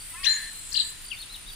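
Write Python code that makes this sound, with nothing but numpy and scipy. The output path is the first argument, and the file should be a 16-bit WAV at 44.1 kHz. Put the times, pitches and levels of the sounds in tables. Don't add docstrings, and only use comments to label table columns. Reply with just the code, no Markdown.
import sys
import numpy as np
from scipy import signal
from scipy.io import wavfile
from scipy.ndimage import uniform_filter1d

SR = 44100
rng = np.random.default_rng(int(sys.argv[2]) if len(sys.argv) > 2 else 0)


def to_wav(s):
    ch = np.atleast_2d(s).T
    pcm = np.round(np.clip(ch, -1, 1) * 32767)
    wavfile.write(sys.argv[1], SR, pcm.astype(np.int16))


def how_loud(loudness_db):
    steps = np.asarray(loudness_db, float) / 20
    return 10 ** steps


N = 68355
TIME = np.arange(N) / SR

# t/s, f/Hz, level/dB, level of the raspy half-pitch overtones/dB
RISE = [(.232, 2120, -38, -47), (.240, 2240, -40, -46), (.248, 2545, -30, -34), (.259, 2952, -26.5, -28.5),
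        (.264, 3470, -25.5, -43), (.268, 4035, -15.5, -72), (.285, 4113, -19, -80),
        (.327, 4189, -21.5, -80), (.338, 4103, -35, -78)]
# t/s, f/Hz, level/dB
SQUEAK = [(.234, 4500, -42), (.241, 5010, -34.5), (.246, 6050, -33.5), (.251, 6450, -37), (.257, 6940, -43)]
# t/s, f/Hz, level/dB
WARBLE = [
    [(.713, 6300, -28), (.717, 5270, -25), (.7205, 4003, -22), (.727, 4720, -19), (.731, 5570, -20),
     (.7335, 6300, -23), (.736, 8360, -26)],
    [(.740, 4720, -34), (.743, 4330, -26), (.7475, 5064, -25), (.752, 3056, -28.5), (.755, 2714, -30.5),
     (.758, 3036, -29.5), (.761, 4110, -22), (.768, 4800, -23.5)],
    [(.771, 4092, -24), (.7755, 4098, -15.5), (.7785, 4118, -16.5), (.781, 3820, -27), (.784, 2770, -29),
     (.787, 2600, -37), (.791, 2890, -27.5), (.793, 4320, -27)],
    [(.7955, 4293, -49), (.799, 4187, -18.5), (.803, 4043, -14.5), (.810, 3755, -24), (.815, 3140, -32),
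     (.821, 3030, -39), (.824, 2700, -47)],
]
# t/s, f/Hz, level/dB
UPPER_VOICE = [(.793, 4660, -49), (.80, 4635, -27.5), (.81, 4550, -37), (.818, 4570, -29),
               (.824, 4300, -45)]

# t/s, f/Hz, level/dB
SEEP = [(.286, 6920, -54), (.298, 7090, -31.5), (.316, 7180, -36), (.335, 7000, -30.5), (.358, 6864, -34),
        (.368, 6880, -33.5)]
TICK = [(.698, 6580, -61), (.705, 6720, -41), (.711, 6740, -67)]
CHIP = [(1.104, 3500, -47), (1.111, 3285, -41), (1.119, 2810, -27), (1.13, 2444, -41), (1.146, 2150, -46.5)]
# t/s, f/Hz, level/dB
ARCHES = [
    [(1.170, 3450, -49), (1.179, 3637, -46), (1.185, 3620, -53), (1.19, 4090, -48), (1.2, 4366, -46),
     (1.21, 4390, -41.5), (1.22, 4225, -46), (1.228, 3730, -40), (1.238, 3140, -56)],
    [(1.295, 3700, -45), (1.305, 3987, -45.5), (1.33, 4140, -49.5), (1.342, 4015, -40.5), (1.35, 3685, -40),
     (1.356, 3355, -48), (1.368, 2760, -47)],
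    [(1.46, 3450, -55), (1.465, 3570, -46), (1.475, 3746, -51), (1.487, 3870, -44.5), (1.497, 3760, -45),
     (1.51, 3300, -48)],
]

# t/s, f/Hz
CAW_PITCH = [(.10, 338), (.135, 325), (.15, 333), (.163, 343), (.18, 357), (.195, 366), (.21, 371),
             (.24, 373), (.265, 370)]
# multiple, crest t/s, half length/s, level/dB
SWELLS = [(3, .153, .018, -49), (3, .185, .02, -55), (3, .228, .025, -49), (4, .148, .013, -49),
          (4, .2, .015, -57), (5, .175, .017, -47), (5, .243, .02, -43), (6, .118, .012, -51),
          (6, .161, .011, -46), (6, .208, .012, -51), (6, .25, .012, -50), (7, .183, .009, -48),
          (7, .213, .016, -46), (8, .148, .01, -52)]
# t/s, f/Hz, level/dB
HELD = [(.258, 1807, -39), (.266, 1754, -32.5), (.29, 1770, -34), (.3, 1750, -47)]
# start t/s, length/s, level/dB, sag/dB per s
RATTLES = [
    (0.253, 0.248, -32, 55),
    (0.724, 0.256, -52, 24),
]
# f/Hz, width/Hz, level/dB
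TIGHT_THROAT = [(1067, 100, -6), (1578, 32, -6), (1750, 82, 6.5), (1893, 77, -2), (2015, 66, -0.5),
                (3380, 200, -2.5)]

# t/s, f/Hz, level/dB, pulse depth/0-1
LOW_CICADA = [(0, 8150, -47, 0), (.25, 8240, -43.5, 0.5), (.5, 8020, -43, 0.6), (.7, 7750, -39.5, 0.7),
              (.8, 7770, -35.5, 0.9), (.9, 7800, -36, 0.1), (.93, 7550, -49.5, 0), (1.09, 7350, -54, 0.15),
              (1.13, 7130, -79, 0.3), (1.55, 8000, -80, .4)]
# start t/s, peak level/dB
HIGH_PULSES = [(0.0169, -46), (0.0348, -48), (0.0722, -62), (0.1002, -43), (0.1191, -42), (0.1391, -36),
               (0.161, -37.5), (0.1875, -45), (0.2044, -43), (0.2244, -42), (0.2533, -38), (0.2718, -41),
               (0.2907, -36.5), (0.3122, -41), (0.3431, -42), (0.3611, -48), (0.387, -39), (0.404, -37),
               (0.4254, -35), (0.4459, -39), (0.4818, -47), (0.5117, -42), (0.5282, -40), (0.5487, -38.5),
               (0.5721, -40), (0.5911, -43), (0.62, -42), (0.6469, -42), (0.6669, -37), (0.6953, -44),
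               (0.7148, -55), (0.7322, -40), (0.7572, -41), (0.7771, -37), (0.7986, -38), (0.8415, -44),
               (0.854, -41), (0.8709, -41), (0.9018, -39.5), (0.9228, -37), (1.044, -38), (1.0615, -34.5),
               (1.0824, -35.5), (1.1074, -36.5), (1.1927, -41), (1.2131, -37.5), (1.2346, -37.5),
               (1.258, -40), (1.291, -44), (1.3234, -39.5), (1.3623, -44), (1.3907, -43), (1.4092, -42),
               (1.4267, -40), (1.4466, -43.5), (1.4735, -52), (1.4945, -46), (1.5214, -42)]
# start t/s, length/s, level/dB
BOUTS = [
    (0, .045, -50),
    (.355, .115, -53),
    (.765, .1, -48),
    (1.047, .114, -49),
    (1.48, .07, -49),
]

# f/Hz, level/dB per Hz
AIR = [(15, 74), (25, 2.5), (538, -24.5), (1500, -17.5), (3640, -14.5), (7320, -25), (9330, -15.5),
       (10700, -21), (15600, -27.5)]
# f/Hz, likeness/0-1
LIKENESS = [(30, 0.55), (200, 0.38), (700, 0.15), (3000, 0.24), (8000, 0.051), (13000, 0.44)]


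def in_time(rows):
    s, *columns = np.transpose(rows)
    return [np.interp(TIME, s, c) for c in columns]


def at_hz(points, hz):
    f, level = np.transpose(points)
    return np.interp(np.log(hz), np.log(f), level)


def rms_one(x):
    return x / np.sqrt(np.mean(np.abs(x) ** 2) + 1e-20)


def butter(x, order, hz, kind="low"):
    return signal.sosfilt(signal.butter(order, hz, kind, fs=SR, output="sos"), x)


def narrow(width_hz, channels=1):
    settle = 4000
    real, imaginary = rng.standard_normal((2, channels, N + settle))
    return rms_one(butter(real + 1j * imaginary, 2, width_hz / 2)[:, settle:])


def turns(hz):
    return 2 * np.pi * np.cumsum(hz) / SR


def gate(start, end, attack_s, release_s):
    return np.clip((TIME - start) / attack_s, 0, 1) * np.clip((end - TIME) / release_s, 0, 1)


def resonate(x, throat):
    out = 0
    for k, (hz, width, db) in enumerate(throat):
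        r = np.exp(-np.pi * width / SR)
        poles = [1, -2 * r * np.cos(2 * np.pi * hz / SR), r * r]
        ring = signal.lfilter([1, 0, -1], poles, x + 1e-18) * (1 - r * r) / 2
        out = out + (-1) ** k * how_loud(db) * ring
    return out


def place(x, pan_db, wet_db, echo_db=-40, t60=1):
    lag = int(0.013 * SR)
    pan = how_loud(np.array([[pan_db], [-pan_db]]) / 2) / np.cosh(pan_db / 13.2)
    direct = (x + how_loud(echo_db) * np.pad(x, (lag, 0))[:N]) * pan
    t = TIME[:SR]
    trees = how_loud(-60 * t / t60)
    bush = how_loud(9) * np.exp(-t / 0.033)
    tail = rng.standard_normal((2, SR)) * (trees + bush) * np.clip(t / 0.007, 0, 1)
    tail = tail / np.sqrt(np.sum(tail ** 2, axis=1, keepdims=True))
    return direct + how_loud(wet_db) * signal.fftconvolve(x[None], tail, axes=1)[:, :N]


def whistle(rows, multiple=1, column=1, flutter_db=0.5):
    lines = [uniform_filter1d(c, size=50) for c in in_time(rows)]
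    inside = uniform_filter1d(1. * ((TIME > rows[0][0]) & (TIME < rows[-1][0])), size=90)
    level = how_loud(lines[column] + flutter_db * narrow(560)[0].real)
    return np.sqrt(2) * level * inside * np.sin(multiple * turns(lines[0]))


def near_rise():
    rasp = 0
    for multiple, db in [(1.5, -1.5), (2, 1.5), (2.5, -14)]:
        rasp = rasp + how_loud(db) * whistle(RISE, multiple, column=2, flutter_db=0)
    squeak = whistle(SQUEAK, flutter_db=6) + how_loud(-4) * whistle(SQUEAK, multiple=.6, flutter_db=10)
    return butter(whistle(RISE) + rasp + squeak, 6, 7600)


def near_warble():
    lead = how_loud(-16) * whistle(WARBLE[0], flutter_db=5.5)
    syllables = whistle(sum(WARBLE[1:], []), flutter_db=2)
    return lead + syllables + whistle(UPPER_VOICE, flutter_db=5)


def near_bird():
    rise = place(near_rise(), pan_db=19.5, wet_db=-6.5, echo_db=-20)
    left, right = rise + place(near_warble(), pan_db=20, wet_db=-6.5, echo_db=-12, t60=0.63)
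    left_lag = round(4e-5 * SR)
    return np.array([np.pad(left, (left_lag, 0))[:N], right])


def far_birds():
    thin = place(whistle(SEEP) + whistle(TICK), pan_db=-2, wet_db=-6)
    chip = place(whistle(CHIP), pan_db=11.5, wet_db=-7.5, echo_db=-8.5)
    arches = sum(whistle(rows, flutter_db=2.5) for rows in ARCHES)
    return thin + chip + place(arches, pan_db=4, wet_db=-6.5, echo_db=-10.5)


def caw_start():
    hz, = in_time(CAW_PITCH)
    out = 0
    for multiple, crest, half, db in SWELLS:
        level = how_loud(db + 3 + 1.5 * narrow(90)[0].real)
        out = out + level * np.exp(-((TIME - crest) / half) ** 2) * np.sin(multiple * turns(hz))
    return out


def caw_rattle():
    hz = 144.43 * np.clip(1 + .1 * narrow(120)[0].real, .3, 3)
    knocks = np.diff(np.floor(turns(hz) / (2 * np.pi)), prepend=0) * how_loud(1.5 * rng.standard_normal(N))
    breath = 0.039 * rng.standard_normal(N)
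    mouth = [(1750, 640, 5), (3070, 2300, -7.5)]  # f/Hz, width/Hz, level/dB
    rattle = rms_one(resonate(resonate(knocks + breath, TIGHT_THROAT), mouth))
    out = 0
    for s, length, db, sag in RATTLES:
        out = out + rattle * how_loud(db - sag * np.abs(TIME - s)) * gate(s, s + length, 0.003, 0.0041)
    return out


def caw():
    return place(caw_start() + caw_rattle() + whistle(HELD, flutter_db=2.5), pan_db=3, wet_db=-10)


def low_cicada():
    hz, db, depth = in_time(LOW_CICADA)
    depth = np.clip(depth, 0, 1)
    since = (51.3 * TIME + 0.57) % 1
    clicks = 1.93 * np.exp(-since / 0.49) * how_loud(0.99 * narrow(47)[0].real)
    beat = 1 - depth + depth * clicks
    body = 0.39 * narrow(810) + .5 * narrow(1000, channels=2)
    buzz = np.sqrt(2) * np.real(body * np.exp(1j * turns(hz))) * how_loud(np.array([[1.6], [-1.6]]))
    ring = np.real(narrow(270) * np.exp(2j * np.pi * 7350 * TIME))
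    return how_loud(db) * beat * buzz + how_loud(-55.5) * gate(.9, 1.115, 0.034, .015) * ring


def high_cicada():
    pitch_hz, fall_hz, pulse_s = 9440, 332, 0.0054
    buzz = np.real(narrow(1160, channels=2) * np.exp(2j * np.pi * 9350 * TIME))
    out = how_loud(-47.5 - 5.2 * TIME) * buzz * 2.2
    grain = 1 + 0.37 * narrow(550) + 0.27 * narrow(390, channels=2)
    for s, db in HIGH_PULSES:
        t = TIME - s
        swell = np.exp(-((t - 0.51 * pulse_s) / pulse_s) ** 2)
        phase = 2 * np.pi * (pitch_hz * t - fall_hz * t ** 2 / (4 * pulse_s))
        out = out + how_loud(db - 4) * swell * np.real(grain * np.exp(1j * phase))
    return out


def cricket():
    pitch_hz, pulses_per_s = 4620, 62.5
    out = 0
    for s, length, db in BOUTS:
        beat = (pulses_per_s * (TIME - s)) % 1
        tone = np.sin(np.pi * beat) ** 4 * np.sin(turns(pitch_hz - 800 * (beat - .5)))
        out = out + how_loud(db) * (TIME > s) * (TIME < s + length) * tone
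    return place(2.2 * out * how_loud(3 * narrow(150)[0].real), pan_db=.5, wet_db=-7)


def katydid():
    period_s, first_end_s, stroke_s, stop_s = .158, 0.12, 0.087, 0.006
    before = (first_end_s - TIME) % period_s
    stroke = np.clip(1.6 * (1 - before / stroke_s), 0, 1) + np.exp(-(period_s - before) / stop_s)
    teeth = 0.38 + .9 * np.exp(1.6 * (np.cos(2 * np.pi * 35 * (TIME - .105)) - 1))
    white = rng.standard_normal((3, N))
    mixed = .5 * white[:2] + white[2] * np.array([[1.2], [-.8]])
    return how_loud(-44) * stroke * teeth * rms_one(butter(mixed, 2, [9500, 15500], "band"))


def air():
    out, edges = 0, 20 * 2 ** np.arange(0, 10.1, .5)
    white = rng.standard_normal((2, 2, N + SR))
    for k, (low, high) in enumerate(zip(edges, edges[1:])):
        mid, side = butter(white[k % 2], 2, [low, high], "band")[:, SR:]
        hz = np.sqrt(low * high)
        alike = np.clip(at_hz(LIKENESS, hz), -1, 1)
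        fade_db = 0.5 * (1.3 - TIME) * np.clip(np.log2(hz / 700), 0, 1)
        top_fade_db = 4.2 * TIME * (hz > 11000)
        stereo = np.sqrt(1 + alike) * mid + np.sqrt(1 - alike) * side * np.array([[1], [-1]])
        out = out + how_loud(at_hz(AIR, hz) + fade_db - top_fade_db) * stereo
    return how_loud(-44) * rms_one(out) * how_loud(np.array([[.6], [-.6]]))


def scene():
    birds = near_bird() + far_birds() + caw()
    insects = low_cicada() + high_cicada() + cricket() + katydid()
    return birds + insects + air()


def band_limit(x):
    return signal.sosfilt(signal.butter(12, 15710, fs=SR, output="sos"), x)


def record(dry):
    topped = signal.sosfilt(signal.cheby2(20, 60, 15960, fs=SR, output="sos"), dry)
    mix = butter(topped, 2, 27, "high")
    return band_limit(mix)


dry = scene()
out = record(dry)
to_wav(out)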